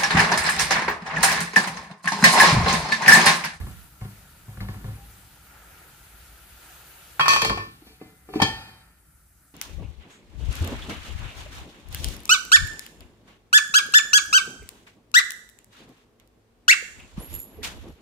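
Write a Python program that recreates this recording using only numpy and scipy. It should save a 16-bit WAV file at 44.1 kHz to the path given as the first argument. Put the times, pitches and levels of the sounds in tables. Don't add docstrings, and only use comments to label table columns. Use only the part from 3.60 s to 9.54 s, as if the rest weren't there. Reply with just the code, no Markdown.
import sys
import numpy as np
from scipy import signal
from scipy.fft import rfft, irfft
from scipy.io import wavfile

SR = 44100
rng = np.random.default_rng(int(sys.argv[2]) if len(sys.argv) > 2 else 0)


def transcribe(u):
    v = np.clip(np.atleast_2d(u).T, -1, 1)
    q = np.round(v * 32767).astype(np.int16)
    wavfile.write(sys.argv[1], SR, q)


def attenuation_scalar(level_db):
    decades = np.asarray(level_db, float) / 20
    return 10 ** decades


N = 261954

# time in seconds, share of the pan covered.
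COVER = [
    (0, 0.25),
    (3.55, 0.049),
    (4.1, 0.09),
    (4.9, 0.85),
    (5.94, 1),
]
# time in seconds,
# sizzle in dB.
VIGOUR = [(0, -53.5), (.2, -55), (.3, -58.5), (.55, -56.5), (.8, -58), (1.15, -55.5), (1.7, -57.5),
          (2.98, -56), (3.04, -53), (3.55, -54.5), (4.1, -62), (4.6, -64), (4.9, -59.5), (5.3, -66),
          (5.94, -63)]
# pitch in Hz, level in dB, t60 in seconds.
STAND = [(55.6, -1.5, 0.61), (105.6, 1.5, 0.38), (137.5, 0, 0.19), (195, -2.5, 0.31), (240, -20.5, 0.15)]
# pitch in Hz, level in dB per Hz.
CLATTER = [(53, -41), (90, -5), (307, -8.5), (350, -12.5), (443, -10.5), (538, -13), (1070, -7),
           (1550, -17), (2480, -7.5), (3990, -14), (4540, -10.5), (5630, -20.5), (15500, -30.5)]
# pitch in Hz, t60 in seconds.
TAIL_T60 = [(60, 0.93), (300, 0.58), (1000, 0.22), (4000, 0.61), (12000, 0.24)]
# pitch in Hz, left-right likeness.
CLOSE_LIKENESS = [(60, 0.95), (130, 1), (290, 0.89), (640, 0.52), (1410, 0.031), (3100, -1.4),
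                  (6820, -0.33), (15000, -0.13)]
EDGES = 30 * 2 ** np.arange(0, 9.1, 1 / 3)
CENTRES = np.sqrt(EDGES[1:] * EDGES[:-1])


def in_time(rows):
    s, *columns = np.transpose(rows)
    return np.array([np.interp(np.arange(N) / SR, s, column) for column in columns])


def at_hz(points, hz):
    point_hz, values = np.transpose(points)
    return np.interp(np.log(hz), np.log(point_hz), values)


def across(columns, column_hz, hz):
    place = np.interp(np.log(hz), np.log(column_hz), np.arange(len(column_hz)))
    k = min(int(place), len(column_hz) - 2)
    return columns[k] + (place - k) * (columns[k + 1] - columns[k])


def rms_one(x):
    return x / np.sqrt(np.mean(x ** 2) + 1e-20)


def drift(rate):
    r = np.exp(-80 * np.pi * rate / SR)
    slow = signal.lfilter([1], [1, -2 * r, r * r], rng.standard_normal(N // 40 + 2002))[2000:]
    return np.interp(np.arange(N) / 40, np.arange(len(slow)), rms_one(slow))


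def grains(per_s, spread_db):
    sizes = attenuation_scalar(spread_db * np.minimum(rng.exponential(1, N), 5)) * rng.choice([-1, 1], N)
    return rms_one(sizes * (rng.random(N) < per_s / SR))


def swells(rows, rise, fade):
    t = np.arange(N) / SR
    events = []
    for (s, hold, db), fall in zip(rows, np.broadcast_to(fade, len(rows))):
        lost_db = np.maximum(rise * (s - t), fall * (t - s - hold))
        events.append(db - np.maximum(lost_db, 0))
    top = np.max(events, axis=0)
    return np.where(top > -95, top, -200)


def strokes(rows, rise, linger):
    s, level_db, weight_db, hardness_db, fade = np.transpose(rows)
    parts = (weight_db, linger), (0, 1), (hardness_db, 1)
    drive = [swells(np.transpose([s, 0 * s, level_db + db]), rise, share * fade) for db, share in parts]
    return np.array(drive)


def touches(rows, thud_db):
    s, knock_db, hz, ring_db, hardness_db = np.transpose(rows)
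    return np.transpose([s, knock_db, hz, knock_db + thud_db, ring_db, ring_db + hardness_db])


def ring(clicks, hz, t60, lag_s):
    pole, swell = attenuation_scalar(-60 / (np.array([t60, 2.18 / hz]) * SR)) * np.exp(2j * np.pi * hz / SR)
    unlike = np.arccos(np.clip(at_hz(CLOSE_LIKENESS, hz), -1, 1)) * rng.normal(0, 0.61)
    turn = 2 * np.pi * hz * lag_s + unlike
    driven = np.flatnonzero(clicks)
    span = slice(driven[0], driven[-1] + round(2 * t60 * SR))
    z = signal.lfilter([pole - swell], np.poly([pole, swell]), clicks[span] + 1e-18)
    out = np.zeros((2, N))
    out[:, span] = (z * np.exp(-1j * turn)).imag, z.imag
    return out


def struck(modes, hits, rubbing_db, column_hz, knock_cycles, hit_db, rub_db, tail_db, lag_s):
    s, knock_db, knock_hz, *blows_db = np.transpose(hits)
    at = np.round(s * SR).astype(int)
    slips = grains(per_s=1100, spread_db=3.0)
    sound = 0
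    for i, level_db, hz in zip(at, knock_db, knock_hz):
        knock = (np.arange(N) == i) * attenuation_scalar(level_db + 1.0)
        sound = sound + ring(knock, hz, knock_cycles / hz, lag_s / 2)
    for hz, level_db, t60 in modes:
        clicks = slips * attenuation_scalar(across(rubbing_db, column_hz, hz) + rub_db)
        clicks[clicks ** 2 < 1e-16] = 0
        uneven = attenuation_scalar(rng.normal(0, 1.8, len(at))) * rng.choice([-1, 1], len(at))
        clicks[at] += attenuation_scalar(across(blows_db, column_hz, hz) + hit_db) * uneven
        sound = sound + attenuation_scalar(level_db) * ring(clicks, hz, t60, lag_s)
    wash = []
    for hz in CENTRES:
        energy = attenuation_scalar(2 * (across(rubbing_db, column_hz, hz) - 32.0))
        energy[at] += attenuation_scalar(2 * across(blows_db, column_hz, hz))
        crack = signal.lfilter([1], [1, -attenuation_scalar(-120 / (0.044 * SR))], energy)
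        tail = signal.lfilter([1], [1, -attenuation_scalar(-120 / (at_hz(TAIL_T60, hz) * SR))], energy)
        wash.append((crack + attenuation_scalar(-31.5) * tail) * attenuation_scalar(2 * (tail_db + at_hz(CLATTER, hz))))
    return sound, np.array(wash)


def with_neighbours(modes, level_db, spread, t60_share):
    crowd = [(hz * (1 + spread * rng.normal()), db + level_db + rng.normal(0, 2.5), t60_share * t60)
             for hz, db, t60 in modes for _ in range(3)]
    return modes + crowd


def close_modes(level_db, t60_share):
    pitches = np.geomspace(330, 14000, 36) * rng.uniform(1.0, 1.03, 36)
    return [(hz, at_hz(CLATTER, hz) + level_db + rng.normal(0, 1.6), t60_share * at_hz(TAIL_T60, hz))
            for hz in pitches]


def lid_clanging(column_hz):
    # pitch in Hz, level in dB.
    free_modes = [(444.5, -49), (1042, -34), (1109, -29.5), (1781, -33), (2552, -33.5), (3112, -42),
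                  (3268, -38), (3790, -49), (4250, -43), (4588, -37), (4916, -40), (5050, -43), (5362, -44),
                  (4690, -35), (6106, -50), (6885, -43.5), (7773, -50), (8070, -45), (8689, -52),
                  (9022, -62), (9641, -62), (10885, -59), (11321, -56.5)]
    more_free_modes = [(4410, -40), (826, -48.5), (1242, -45), (1410, -44.5), (2060, -76), (2319, -33.5),
                       (2404, -39)]
    # time in seconds, knock peak in dB, knock pitch in Hz, ring in dB, hardness in dB.
    clangs = [
        (3.596, -3.5, 1400, -10.5, -18.5),
        (3.608, -13, 1130, -12.5, -16.5),
        (3.658, -11, 1090, -15, -15),
        (3.681, -2.5, 1110, -18, 3),
        (3.734, -10.5, 1030, -20.5, 0.6),
        (3.761, -15, 990, -17, -6),
        (3.818, -13, 1140, -19, 0.5),
        (3.847, -17, 1080, -19.5, -3),
        (3.896, -10.5, 1160, -19, -11.5),
        (3.974, -20.5, 770, -28, -10),
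    ]
    # time in seconds, thud under the knock in dB.
    lowering = [
        (3.6, -35),
        (3.85, -10),
    ]
    # start in seconds, ring in dB, weight in dB, hardness in dB, fade in dB per s.
    sliding = [
        (3.6, -27, -12, 0.5, 172.5),
        (3.688, -15, -23, 1, 148),
        (3.846, -39, 16, 21.5, 300.5),
        (3.91, -47, 19.5, 12, 200.5),
        (3.996, -31.5, -8, -11, 400),
    ]
    free = [(hz, level_db + 31.0, 0.4 * (1000 / hz) ** 0.32) for hz, level_db in free_modes + more_free_modes]
    free = with_neighbours(free, level_db=-9.5, spread=.028, t60_share=0.63)
    free = free + close_modes(level_db=-2.0, t60_share=0.67)
    stand = [(hz, level_db - 7.0, 0.77 * t60) for hz, level_db, t60 in STAND]
    thud_db = np.interp(np.array(clangs)[:, 0], *np.transpose(lowering))
    return struck(free + stand, touches(clangs, thud_db), strokes(sliding, rise=4600, linger=.52), column_hz,
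                  knock_cycles=13.0, hit_db=-6.0, rub_db=-35.5, tail_db=2.5, lag_s=2e-4)


def lid_nudged(column_hz):
    # pitch in Hz, level in dB, t60 in seconds.
    dull_rim = [(224, -9, .12), (308, -1, 0.1), (364, -10, 0.089), (430, -1.5, 0.13), (750, -1.5, 0.12),
                (1200, -9, .1), (1750, -4, .12), (2060, -24, .3), (2344, -4, 0.11), (2548, -4, .06),
                (3280, -7.5, .05), (4440, -6, 0.04)]
    # time in seconds, knock peak in dB, knock pitch in Hz, ring in dB, hardness in dB.
    nudges = [
        (4.22, -46, 330, -71, 5),
        (4.266, -42, 308, -77, 9),
        (4.414, -34.5, 400, -50, -17),
        (4.689, -38.5, 430, -46, -24.5),
        (4.737, -35.5, 750, -35.5, -15),
        (4.758, -17, 295, -43, -8.5),
    ]
    # start in seconds, ring in dB, weight in dB, hardness in dB, fade in dB per s.
    shifting = [
        (4.272, -54.5, 8.5, 9.5, 150),
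        (4.42, -51.5, 9, -1, 110),
        (4.70, -54.5, 12, 4.5, 120),
        (4.756, -36.5, 7, 2, 220),
        (4.797, -30.5, 2, -7.5, 1500),
    ]
    return struck(dull_rim, touches(nudges, -3.5), strokes(shifting, rise=450, linger=0.96), column_hz,
                  knock_cycles=15.0, hit_db=2.0, rub_db=-31.5, tail_db=3.0, lag_s=-5e-5)


def lid_seating(column_hz):
    # pitch in Hz, level in dB, t60 in seconds.
    seated_modes = [(109.1, -8.5, 0.34), (810, -7.5, 0.24), (1070, -6.5, 0.21), (1146, -19.5, 0.54),
                    (1396, -17, 1.1), (1801, -2, 0.5), (2497, -6, 0.41), (3116, -6.5, 0.41),
                    (3284, -7.5, 0.37), (3408, -26, 1.18), (3816, -6, 0.16), (3796, -12, 0.4),
                    (4370, -20, 0.41), (4510, -4.5, 0.15), (4180, -13.5, 0.3), (4640, -10, 0.3),
                    (4985, -11.5, 0.34), (5325, -14, 0.38), (5860, -28.5, 0.4), (6660, -13, 0.2),
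                    (8240, -18, 0.52), (8716, -26, 0.24)]
    low_seated_modes = [(201.7, -20.5, 0.45), (250, -11.5, 0.15), (306.5, -10, .2), (364, -18, 0.12),
                        (431, -17, 0.18), (770, -6.5, 0.22), (884, -10, 0.62), (1780, -9, 0.55)]
    # time in seconds, knock peak in dB, knock pitch in Hz, ring in dB, hardness in dB.
    seating = [
        (4.801, -11, 845, -25, -11.5),
        (4.818, -3, 900, -22.5, 4),
        (4.8205, -5, 217, -22.5, -7.5),
        (4.872, -35, 900, -55.5, 18.5),
    ]
    # start in seconds, ring in dB, weight in dB, hardness in dB, fade in dB per s.
    settling = [
        (4.823, -19, -3, 1.7, 1493),
        (4.84, -36, 2, 1.5, 75.5),
    ]
    seated = [(hz, level_db, min(t60, 0.53 * (1000 / hz) ** 0.37))
              for hz, level_db, t60 in seated_modes + low_seated_modes]
    seated = with_neighbours(seated, level_db=-2.5, spread=.035, t60_share=0.5)
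    seated = seated + close_modes(level_db=-7.0, t60_share=0.65)
    return struck(seated, touches(seating, -14), strokes(settling, rise=5000, linger=1.1), column_hz,
                  knock_cycles=6.75, hit_db=-3.5, rub_db=-33.0, tail_db=2.5, lag_s=-0.0001)


def lid():
    column_hz = [300, 1300, 5000]
    clang, nudge, seat = lid_clanging(column_hz), lid_nudged(column_hz), lid_seating(column_hz)
    return clang[0] + nudge[0] + seat[0], clang[1] + nudge[1] + seat[1]


def spatula():
    # pitch in Hz, level in dB, t60 in seconds.
    pan_modes = [(400, -8, 0.078), (523, -12, 0.23), (754, -6, 0.13), (1090, 2, 0.04), (1393, -4, 0.15),
                 (1715, 7.5, 0.05), (2145, 1, 0.047), (2260, -11, .07), (4280, -3, 0.034)]
    # time in seconds, knock of the blade's edge in peak dB, push in dB.
    bumps = [(0.012, -34.5, -46), (0.067, -39, -35), (0.412, -33.5, -33.5), (0.447, -38, -33),
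             (0.88, -52, -38.5), (0.973, -37, -37), (1.005, -24, -32), (1.086, -30, -28),
             (1.143, -39, -36.5), (1.243, -39, -30), (1.285, -46, -33)]
    # start in seconds, wiping in dB, shaking above it in dB, fade in dB per s.
    wipes = [
        (0, -37, 10, 265),
        (.068, -40, -7, 150),
        (.422, -40.5, -9, 130),
        (.59, -70.5, 22, 120),
        (.885, -49, 3, 52),
        (1.012, -34, 7.5, 240),
        (1.094, -38.5, 6, 116),
        (1.256, -41.5, 8.5, 85),
    ]
    blade_hz, push_in_pan_db, tick_db = 1720, -10, -20.5
    drag = [(s, db, shake_db, -8.0, fade) for s, db, shake_db, fade in wipes]
    hits = [(s, db, blade_hz, push_db, push_db + push_in_pan_db, db + tick_db) for s, db, push_db in bumps]
    return struck(STAND + pan_modes, hits, strokes(drag, rise=760, linger=0.74), [120, 900, 2800],
                  knock_cycles=10.3, hit_db=-1.5, rub_db=-37.5, tail_db=2.5, lag_s=1e-4)


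def pings():
    # time in seconds, peak in dB, pitch in Hz, t60 in seconds.
    favoured = [(3.595, -11.5, 870, 0.021), (3.595, -18, 2282, 0.075), (3.61, -16.5, 3262, 0.11),
                (3.682, -21.5, 6105, 0.49), (3.83, -28, 445, 0.47), (4.4, -58.5, 2060, 1.2),
                (4.69, -41, 400, .4), (1.005, -40, 2130, 0.054), (1.086, -38.5, 2130, 0.039),
                (0.45, -53, 1800, .08), (4.818, -19.5, 3284, 0.22), (4.82, -18.5, 2300, 0.15),
                (4.87, -45, 4900, 0.48), (3.6, -36, 150, 0.55), (3.975, -36, 1110, 0.38),
                (3.9, -39, 4915, 0.37), (4.8, -14, 845, .03), (4.819, -21, 1793, .12),
                (4.82, -22.5, 4550, .12), (4.816, -15.5, 135, .09), (4.82, -27.5, 5300, 0.14)]
    return sum(ring((np.arange(N) == round(s * SR)) * attenuation_scalar(db), hz, t60, 5e-5) for s, db, hz, t60 in favoured)


def squeak():
    # time in seconds, level in dB, pitch in Hz.
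    wet_rub = [
        (1.34, -100, 790),
        (1.38, -57, 799),
        (1.44, -53.5, 801),
        (1.46, -66, 835),
        (1.52, -68, 790),
        (1.6, -68, 790),
    ]
    level_db, hz = in_time(wet_rub + [(1.65, -140, 783)])
    tone = np.sin(2 * np.pi * np.cumsum(hz) / SR)
    return attenuation_scalar(level_db + 2.0 * drift(30)) * tone * attenuation_scalar([[1.5], [-1.5]])


def bubbling():
    # start in seconds, length in seconds, level in dB.
    boils = [
        (.52, 0.044, -58),
        (1.95, 0.28, -55),
        (2.85, .1, -57.5),
        (4.88, 0.13, -56.5),
    ]
    calm_db, lid_shuts_db = -57, 4.5
    follows = 0.97
    steady = -58.5 + follows * (in_time(VIGOUR)[0] - calm_db) - lid_shuts_db * in_time(COVER)[0]
    return np.maximum(steady, swells(boils, rise=36, fade=30.4))


def simmer(patchy_db):
    # pitch in Hz, level in dB per Hz.
    open_colour = [(1470, -38.5), (2500, -0.5), (3580, -4), (3920, -3), (5920, -9), (7450, -4),
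                   (8610, -6.5), (12200, -2), (15500, -7.5)]
    shut_colour = [(1470, -48), (2500, -23), (2960, -15.5), (5240, -10), (5700, -11.5), (7060, -8),
                   (7680, 0), (8550, -4), (10400, -1.5), (15500, -10.5)]
    bubble_colour = [(150, -33.5), (250, -16.5), (345, -5), (379, -7.5), (557, -7.5), (862, -4.5),
                     (1090, -15.5), (1360, -2.5), (2060, -5), (2620, -14), (3000, -12.5), (3900, -43),
                     (6600, -120)]
    burner_colour = [(18, -37), (30, -14.5), (43, -8.5), (59, 0), (86, -10), (175, -10.5), (210, -24),
                     (300, -16), (390, -41.5), (660, -120)]
    # start in seconds, length in seconds, level in dB.
    shudders = [
        (0, .03, -41),
        (1.15, 0.137, -45),
        (4.88, .05, -49),
    ]
    sizzle_db, bubbling_db = in_time(VIGOUR)[0], bubbling()
    burner_db = -56.5 - 1.2 * np.arange(N) / SR
    rumble_db = np.maximum(burner_db, swells(shudders, rise=50, fade=110))
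    cover, together, power = in_time(COVER)[0], drift(4.1), []
    for hz in CENTRES:
        colour_db = (1 - cover) * at_hz(open_colour, hz) + cover * at_hz(shut_colour, hz)
        parts = [sizzle_db + colour_db - 9.5,
                 bubbling_db + at_hz(bubble_colour, hz) - 3.5,
                 rumble_db + at_hz(burner_colour, hz) + 11.5]
        patches = attenuation_scalar(2 * patchy_db * (.3 * together + drift(14)))
        power.append(sum(attenuation_scalar(2 * p) for p in parts) * patches)
    return np.array(power)


def noise_bank(far, close):
    # pitch in Hz, left-right likeness.
    far_likeness = [(60, 0.94), (130, 0.96), (290, 0.86), (640, 0.49), (1410, 0.11), (3100, 0.3),
                    (6820, 0.0044), (15000, 0.11)]
    spit = grains(per_s=1600, spread_db=-1.5)
    white = rng.standard_normal((2, 2, N)) + 0.3 * np.array([spit, np.roll(spit, N // 2)])
    out = 0
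    for k, hz in enumerate(CENTRES):
        far_alike = np.clip(at_hz(far_likeness, hz), -1, 1)
        close_alike = np.clip(at_hz(CLOSE_LIKENESS, hz), -1, 1)
        shared = far[k] * far_alike + close[k] * close_alike
        drive = np.sqrt(far[k] + close[k] + shared * [[1], [-1]] + 1e-30) * white[k % 2]
        run_in = np.concatenate([drive[:, SR // 4:0:-1], drive], axis=1)
        sos = signal.butter(2, EDGES[k:k + 2], "band", fs=SR, output="sos")
        mid, side = signal.sosfilt(sos, run_in)[:, SR // 4:] / np.sqrt(1000 / SR)
        out = out + mid + side * [[1], [-1]]
    return out


def bubbles(per_s, level_db):
    born, dealt = grains(per_s, spread_db=1.5), rng.integers(0, 12, N)
    sizes_hz = np.geomspace(750, 2600, 12)
    pops = sum(ring(born * (dealt == k), hz, 43.0 / hz, -0.00018) for k, hz in enumerate(sizes_hz))
    return rms_one(pops) * attenuation_scalar(bubbling() + level_db)


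def bowl():
    air = ring(rng.standard_normal(N), hz=1372.0, t60=.018, lag_s=0)[1]
    return rms_one(air) * attenuation_scalar(bubbling() - 6.5 + 2.2 * drift(3.0))


def stand_hum():
    # start in seconds, length in seconds, level in dB.
    hums = [
        (1.2, .1, -55),
        (1.5, 0.02, -42),
        (2.05, .05, -53),
        (2.6, 0.37, -50.5),
        (5.55, 0.089, -60.5),
    ]
    hum = ring(rng.standard_normal(N), hz=57.2, t60=1.0, lag_s=1e-4)
    return rms_one(hum) * attenuation_scalar(np.maximum(-69.5, swells(hums, rise=110, fade=170)))


def handling():
    # time in seconds, level in dB.
    hand = [
        (0, -30),
        (.1, -43.5),
        (.25, -42.5),
        (.32, -100),
    ]
    lumps = ring(rng.standard_normal(N), hz=70.0, t60=.05, lag_s=0)[0]
    return rms_one(lumps) * attenuation_scalar(in_time(hand)[0]) * [[0], [1]]


def scene():
    steel, steel_wash = lid()
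    pan, pan_wash = spatula()
    noise = noise_bank(simmer(patchy_db=1.18), pan_wash + steel_wash)
    gravy = noise + bubbles(per_s=87, level_db=-11.0) + bowl()
    mix = steel + pan + pings() + squeak() + gravy + stand_hum() + handling()
    return mix * attenuation_scalar([[.4], [-.4]])


def low_pass(x):
    return signal.sosfilt(signal.butter(12, 16590, fs=SR, output="sos"), x)


def record(dry):
    rounded = 2.17 * np.tanh(dry / 2.24)
    below_cut = np.fft.rfftfreq(N, 1 / SR) < 15560
    mix = irfft(rfft(rounded) * below_cut, N)
    return low_pass(mix)


dry = scene()
out = record(dry)
transcribe(out)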